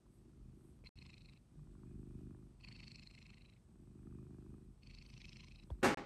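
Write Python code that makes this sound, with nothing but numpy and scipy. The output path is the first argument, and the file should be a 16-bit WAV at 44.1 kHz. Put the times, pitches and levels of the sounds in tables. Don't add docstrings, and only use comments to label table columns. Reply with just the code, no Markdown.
import sys
import numpy as np
from scipy import signal
from scipy.fft import rfft, irfft, next_fast_len
from scipy.io import wavfile
from scipy.ndimage import uniform_filter1d, map_coordinates

SR = 44100
rng = np.random.default_rng(int(sys.argv[2]) if len(sys.argv) > 2 else 0)


def invert_db(level):
    return 10 ** (np.asarray(level, dtype=float) / 20)


def waveform_to_disk(signal):
    frames = np.transpose(np.atleast_2d(signal))
    scaled = np.clip(frames, -1, 1) * 32767
    samples = np.round(scaled).astype(np.int16)
    wavfile.write(sys.argv[1], SR, samples)


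N = 266805

# f/Hz, level/dB
BODY = [(30, -41), (45, -3), (120, 3.5), (230, -3.5), (400, -39.5), (600, -70)]
# f/Hz, level/dB
EDGE = [(120, -23), (230, 0), (370, 0), (440, -18.5), (600, -39.5), (900, -59)]
# f/Hz, level/dB
SNAP = [(500, -6.5), (900, -5), (1300, -6), (1750, -12), (2300, -35), (3000, -63)]
# t/s, length/s, dull thump level/dB
SHIFTS = [(0.477, 0.17, 7.5), (0.068, 0.52, -4), (1.7, 0.13, -1), (4.1, 0.26, 1.5), (4, 0.17, -2.5),
          (4, 0.14, 2), (3.1, 0.21, -5.5), (1.9, .15, 4), (2.2, .3, 0), (1.2, .1, -2)]
# start/s, end/s, f/Hz, level/dB
GRUNT = (1.535, 1.675, 150, -52)


def chest():
    drawn, edge, meeting, blown = breathing()
    sway = invert_db(.6 * wobble(5))
    thump = sway * invert_db(swells(SHIFTS)) * (drawn + blown)
    edge = sway * (edge + invert_db(-12.5) * blown)
    meeting = invert_db(1.2 * wobble(12)) * (meeting + invert_db(-23) * blown)

    reopening_s = .0246
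    steady = pulses(.0005, .0005, 1.7) + .85 * pulses(reopening_s, .0007, 1.7)
    uneven = pulses(.0005, .0007, 2) + .75 * pulses(reopening_s, .001, 2.5)
    weakness_db = np.clip(-57 - 20 * np.log10(thump), 0, 9)
    shudder = .009 + .002 * weakness_db + .022 * blown / (drawn + blown)
    shaking = filtered(shudder * rng.standard_normal(N), through_desk(BODY, 0))
    dull = unit(filtered(steady, through_desk(BODY, 1.294)) + shaking)
    sharp = unit(filtered(uneven + .7 * shudder * rng.standard_normal(N), through_desk(EDGE, 1.3)))

    folds = .5 * puffs(0, .006, 2) + .15 * puffs(.02, .014, 4) + .06
    snap = unit(filtered(folds * rng.standard_normal(N) + 7 * pulses(0, .0006, 2), shaped(SNAP)))
    indrawn = (0.97 + puffs(-0.0027, 0.032, 2.2)) * rng.standard_normal(N)
    sniff = unit(filtered(indrawn, ringing([(2480, 110, 0)])))

    start, end, hz, db = GRUNT
    t = np.arange(N) / SR
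    grunt = invert_db(db) * np.sin(np.pi * np.clip((t - start) / (end - start), 0, 1)) * np.sin(2 * np.pi * hz * t)
    return thump * dull + edge * sharp + meeting * snap + invert_db(-40.5) * thump * sniff + grunt


# start/s, end/s, chest level/dB, sharpness/dB, snap/dB
IN_BREATHS = [
    (-.2, 0.882, -66.5, -2.5, -26),
    (1.509, 2.56, -52.5, -6, -29.5),
    (3.68, 4.745, -53, -6, -29),
    (5.602, 6.6, -55.5, -5, -32),
]
SWELL_S, EBB_S, SWELL_DB, EBB_DB = 0.44, 0.2, 13, 13.5


def breathing():
    t = np.arange(N) / SR

    def inside(start, end):
        return np.clip(np.minimum(t - start, end - t) / .03, 0, 1)

    drawn = np.zeros((3, N))
    for start, end, db, sharp_db, snap_db in IN_BREATHS:
        swell_db = SWELL_DB * np.clip(1 - (t - start) / SWELL_S, 0, 1)
        ebb_db = EBB_DB * np.clip(1 - (end - t) / EBB_S, 0, 1)
        fade_db = 5 * np.clip(t - start - SWELL_S, -1, 1)
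        parts_db = np.array([0 * t, sharp_db + 0 * t, snap_db - fade_db])
        drawn = drawn + inside(start, end) * invert_db(db - swell_db - ebb_db + parts_db)
    blown = sum(inside(rows[0][0], rows[-1][0]) * invert_db(curves(rows)[0] + 4.5) for rows in FLOW)
    at_the_turn = invert_db(-71.5)
    return *drawn, uniform_filter1d(blown, SR // 10) + at_the_turn


# first closure t/s, closure rate f/Hz
BEATS = [
    (.058, 25.39),
    (.8705, 25.81),
    (1.5145, 25.18),
    (2.6098, 25.9),
    (3.7172, 25.45),
    (4.834, 26.18),
]


def pulses(late_s, jitter_s, scatter_db):
    ends = [s for s, rate in BEATS[1:]] + [N / SR]
    beats = np.concatenate([np.arange(s, end - .5 / rate, 1 / rate) for (s, rate), end in zip(BEATS, ends)])
    chance = rng.standard_normal((len(beats), 2))
    at = beats + late_s + jitter_s * chance[:, 0]
    return np.bincount((at * SR).astype(int), invert_db(scatter_db * chance[:, 1]), N + SR)[:N]


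def puffs(late_s, width_s, scatter_db):
    return signal.fftconvolve(pulses(late_s, .0007, scatter_db), np.hanning(int(width_s * SR)), "same")


# t/s, flow level/dB, nostril narrowing as whistle level/dB
FLOW = [
    [(.845, -61, -3), (.885, -70, 6.5), (1.0, -67, 0), (1.12, -69.5, 0), (1.236, -76.5, 9), (1.4, -73, 0)],
    [(2.59, -83.5, 6), (2.635, -65, -1.5), (2.86, -64, 2.5), (2.99, -69, 6), (3.1, -72, 3.5),
     (3.215, -68, -2), (3.45, -74.5, 0), (3.6, -85.5, 0.5)],
    [(4.8, -92, -3), (4.845, -71, -2), (4.96, -68.5, 4), (5.075, -72.5, -0.5), (5.2, -68, 0),
     (5.42, -65, -6), (5.54, -74, 4), (5.68, -74.5, -0.5)],
]
# fizz over the flow level/dB, first whistle f/Hz
NOSTRILS = [(-17.5, 4200), (-15.5, 4340), (-8.5, 4370)]
# f/Hz, width/Hz, level/dB
NOSTRIL = [(1020, 54, -3.5), (2120, 318, 3.5), (2594, 203, 10.5), (3210, 630, -5)]
# f/Hz, width/Hz, level/dB
SINUS = [(3700, 490, -1), (5200, 450, 1.5), (5940, 350, -0.5), (7160, 730, -3.5), (7960, 190, -1.5),
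         (8860, 400, -8)]
# f/Hz, width/Hz, level/dB
TURNED = [(3070, 730, 0.5), (3890, 210, 2.5), (5030, 640, 1), (5920, 250, 0), (6230, 130, 0),
          (7400, 300, -4.5), (8050, 260, -6.5), (8550, 530, -13)]


def nose():
    stream, spurt = puffs(-.008, .021, 1.5), puffs(0, .006, 2)

    def jet(steady, slow, quick):
        return (steady + slow * stream + quick * spurt) * rng.standard_normal(N)

    low = unit(filtered(jet(.1, 0.49, 0.61), ringing(NOSTRIL)))
    air = jet(.11, .26, .75) + 9 * pulses(-.0005, .0006, 2)
    tunings = np.array([3800, 4000, 4200, 4400, 4600])
    pipes = [unit(filtered(air, lambda hz: ringing([(c, 330, 0)])(hz) ** 2)) for c in tunings]

    sound, t = np.zeros(N), np.arange(N) / SR
    for rows, (fizz_db, first_hz), sinus in zip(FLOW, NOSTRILS, [SINUS, SINUS, TURNED]):
        flow_db, whistle_db = curves(rows)
        start, end = rows[0][0], rows[-1][0]
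        spent_s = np.clip(t - start, 0, 1)
        whistle_hz = first_hz - 403 * spent_s ** 2 + 30 * wobble(6.6)
        near = np.clip(1 - abs(np.clip(whistle_hz, 3800, 4600) - tunings[:, None]) / 200, 0, 1)
        whistle = invert_db(whistle_db) * (near * pipes).sum(0)

        spray = jet(.18, .25, 1) + 6 * pulses(-.0005, .0006, 3)
        fizz = unit(filtered(spray, lambda hz: ringing(sinus)(hz) ** 2))
        peak_db = swells([((start + end) / 2, end - start, 6)])
        fizz = invert_db(fizz_db + 2.0 + 0.47 * whistle_db + peak_db) * fizz

        breath = np.clip(np.minimum(t - start, (end - t - .012) / 3) / .01, 0, 1)
        sound += breath * invert_db(flow_db) * (low + whistle + fizz)
    return patchy(sound, depth_db=2.5)


# t/s, peak level/dB, f/Hz
TICKS = [(.065, -62, 1000), (1.593, -66.5, 1140), (1.672, -67, 1040), (1.753, -60, 1080),
         (1.793, -67, 1250), (1.376, -68, 3900), (1.06, -59, 1060), (1.834, -55.5, 1120),
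         (3.796, -67, 1150), (4.072, -58.5, 1230), (4.125, -59, 1180), (4.187, -61, 1140),
         (4.308, -64, 1050), (4.543, -63, 1250), (4.463, -62, 1140), (0.84, -57.5, 2400),
         (0.8387, -50, 410), (2.209, -56.5, 627), (5.703, -54, 3360)]
# t/s, level/dB
BUMP = (5.7025, 16)
# f/Hz, level/dB
KNOCK = [(30, -24), (45, 1), (62, 3.5), (100, -4.5), (220, -29.5), (560, -24), (680, -40), (950, -25),
         (1400, -52), (2500, -69), (5000, -100)]


def desk():
    ticks, blow, t = np.zeros(N + SR), np.zeros(N), np.arange(SR // 4) / SR
    for s, db, hz in TICKS:
        envelope = invert_db(db - 60 * t / 0.012) * (1 - np.exp(-t / 0.00027))
        ticks[round(s * SR):][:len(t)] += envelope * np.sin(2 * np.pi * hz * t)
    bump_s, bump_db = BUMP
    blow[round(bump_s * SR)] = invert_db(bump_db)
    after = np.clip(np.arange(N) / SR - bump_s, -1e-6, 1)
    buzz = noise(ringing([(670, 260, 12), (2100, 920, -18), (3450, 570, -14.5)]))
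    rattle = (after > 0) * invert_db(-62.0 - 60 * after / 0.12) * buzz
    return ticks[:N] + rattle + filtered(blow, through_desk(KNOCK, 1.76))


def through_desk(spectrum, cycles):
    def response(hz):
        return -invert_db(along(spectrum, hz)) * np.exp(-2j * np.pi * cycles * np.log(hz / 300 + 0.00082))
    return response


# t/s, level/dB
BLOWS = [
    (5.817, -72),
    (5.827, -51),
    (5.8293, -35),
    (5.842, -32),
    (5.856, -41),
    (5.873, -53),
    (5.891, -51.5),
]
# f/Hz, level/dB
CLATTER = [(40, -7), (80, -15.5), (180, -6), (350, -2), (600, -7), (1200, -6.5), (2200, -10.5), (3500, -22),
           (5500, -23.5), (8500, -26), (12000, -32)]
# f/Hz, T60/s
ROOM = [(100, 0.71), (400, 0.45), (1500, 0.38), (4000, 0.44), (10000, 0.25)]
# f/Hz, level/dB, T60/s
TINS = [(212, -14, 0.35), (237, -4.5, 0.36), (335, -7, .2), (480, -22, 0.4), (522, 5, 0.37),
        (813, 2.5, 0.51), (859, -7, 0.31), (1063, -12, 0.48), (1142, -3, 0.18), (1690, -1, 0.14),
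        (2750, -4, 0.13)]


def clatter():
    sound, rings, u = np.zeros(N + SR), np.zeros(N + SR), np.arange(SR // 2) / SR
    for s, db in BLOWS:
        at = round(s * SR)
        hz, t, z = signal.stft(rng.standard_normal(SR // 2), SR, nperseg=256)
        tail = signal.istft(z * invert_db(-60 * t / along(ROOM, hz)[:, None]), SR, nperseg=256)[1]
        onset = np.clip(np.arange(len(tail)) / (0.0028 * SR), 0, 1)
        sound[at:][:len(tail)] += invert_db(db) * tail * onset
        for hz, level, t60 in TINS:
            decay = invert_db(level + rng.normal(0, 2.3) - 60 * u / t60)
            rings[at:][:len(u)] += invert_db(db - 7.5) * decay * np.sin(2 * np.pi * hz * u)
    boom = invert_db(-17.5 - 60 * u / .1) * (1 - np.exp(-u / 0.011)) * np.sin(2 * np.pi * 358 * u)
    rings[round(5.831 * SR):][:len(u)] += boom
    return filtered(sound[:N], lambda hz: invert_db(along(CLATTER, hz) + 20.0) * (hz < 12600)) + rings[:N]


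# f/Hz, level/dB
RUMBLE = [(12, -18), (20, -5.5), (31, -8), (53, 0), (75, -12.5), (87, -15.5), (162, -20), (282, -28.5),
          (403, -22.5), (600, -39), (780, -69), (1320, -120)]
# f/Hz, level/dB
HISS = [(260, -42), (450, -5.5), (619, -4.5), (1060, -10.5), (1140, -8.5), (1610, -15.5), (9500, -20.5),
        (12400, -61), (20900, -120)]
ROOM_DB = [-63, -79.5]
# f/Hz, width/Hz, level/dB
HUM = [(43.36, 5, 0)]
HUM_DB = [-77, -63.5]
# t/s, rise/dB
SURGES = [(.47, 15), (1.26, 1), (1.47, -9), (1.85, 5), (2.4, 4.5), (4.08, 4), (4.98, 8.5), (5.62, 5)]
# f/Hz, level/dB
FAN = [(6500, -48), (8000, 7), (9300, 2.5), (11300, 4.5), (12300, -5.5), (13500, -21)]
# t/s, length/s, rise/dB
SWEEPS = [(.15, .2, 9), (.67, 0.36, 9), (.87, .06, 6), (5.09, .1, 9), (5.255, .06, 7), (5.69, .16, 7)]
# f/Hz, level/dB
WHINE = [(7897, -99), (8425, -104), (8683, -99), (9211, -105)]


def room():
    t = np.arange(N) / SR
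    scene_change_s = GAPS[0][0]
    rumble = invert_db(ROOM_DB[0] - 5 + 1.5 * wobble(1.7)) * noise(shaped(RUMBLE))
    hiss = invert_db(ROOM_DB[1] - 2.0 + 0.54 * wobble(6.43)) * noise(shaped(HISS))
    hum_db = np.where(t < scene_change_s - .1, *HUM_DB) + swells([(s, 0.27, db) for s, db in SURGES])
    hum = invert_db(hum_db) * noise(lambda hz: ringing(HUM)(hz) ** 2)
    drawn, _, _, blown = breathing()
    stirred = 0.0045 * (drawn + blown)
    fan = (invert_db(-92 + swells(SWEEPS)) + stirred) * patchy(noise(shaped(FAN)), depth_db=2.0)
    whine = sum(invert_db(db + 4.0 + 1.5 * wobble(3.3)) * np.sin(2 * np.pi * hz * t) for hz, db in WHINE)
    return rumble + hum + hiss + fan + whine * (t > scene_change_s)


def swells(rows):
    t = np.arange(N) / SR
    return sum(db * np.cos(np.pi * np.clip((t - s) / length, -.5, .5)) ** 2 for s, length, db in rows)


def patchy(x, depth_db):
    z = signal.stft(x, nperseg=256)[2]
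    field = uniform_filter1d(uniform_filter1d(rng.standard_normal(z.shape), 3, 0), 6, 1)
    return signal.istft(z * invert_db(depth_db * unit(field)), nperseg=256)[1][:N]


def wobble(rate):
    return map_coordinates(rng.standard_normal(int(N * rate / SR) + 4), [np.arange(N) * rate / SR])


def noise(response):
    return unit(filtered(rng.standard_normal(N), response))


def ringing(modes):
    def response(f):
        return sum((-1) ** k * invert_db(db) * 1j * f * w / (c * c - f * f + 1j * f * w)
                   for k, (c, w, db) in enumerate(modes))
    return response


def shaped(points):
    return lambda hz: invert_db(along(points, hz))


def filtered(x, response):
    m = next_fast_len(N + SR // 2)
    return irfft(rfft(x, m) * response(np.fft.rfftfreq(m, 1 / SR)), m)[..., :N]


def along(points, hz):
    f, v = np.transpose(points)
    return np.interp(np.log(hz + 1), np.log(f + 1), v)


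def curves(rows):
    s, *cols = np.transpose(rows)
    return [np.interp(np.arange(N) / SR, s, c) for c in cols]


def unit(x):
    return x / np.sqrt(np.mean(x ** 2) + 1e-20)


def scene():
    before = np.clip((5.815 - np.arange(N) / SR) / 0.0013, 0, 1)
    return (before * (chest() + nose() + desk() + room()) + clatter())[None]


def band_limit(x):
    return signal.sosfilt(signal.butter(12, 12840, fs=SR, output="sos"), x)


# start/s, end/s
GAPS = [
    (.8915, .9565),
    (5.9455, 5.9725),
]


def record(dry):
    def microphone(hz):
        notch = 1 - 0.82 * np.exp(-((hz - 10200) / 520) ** 2)
        return notch * (0.1 + 0.82 / (1 + (37 / (hz + 1)) ** 12))

    mix = filtered(dry, microphone)
    for start, end in GAPS:
        mix[:, round(start * SR):round(end * SR)] = 0
    return band_limit(mix)


dry = scene()
out = record(dry)
waveform_to_disk(out)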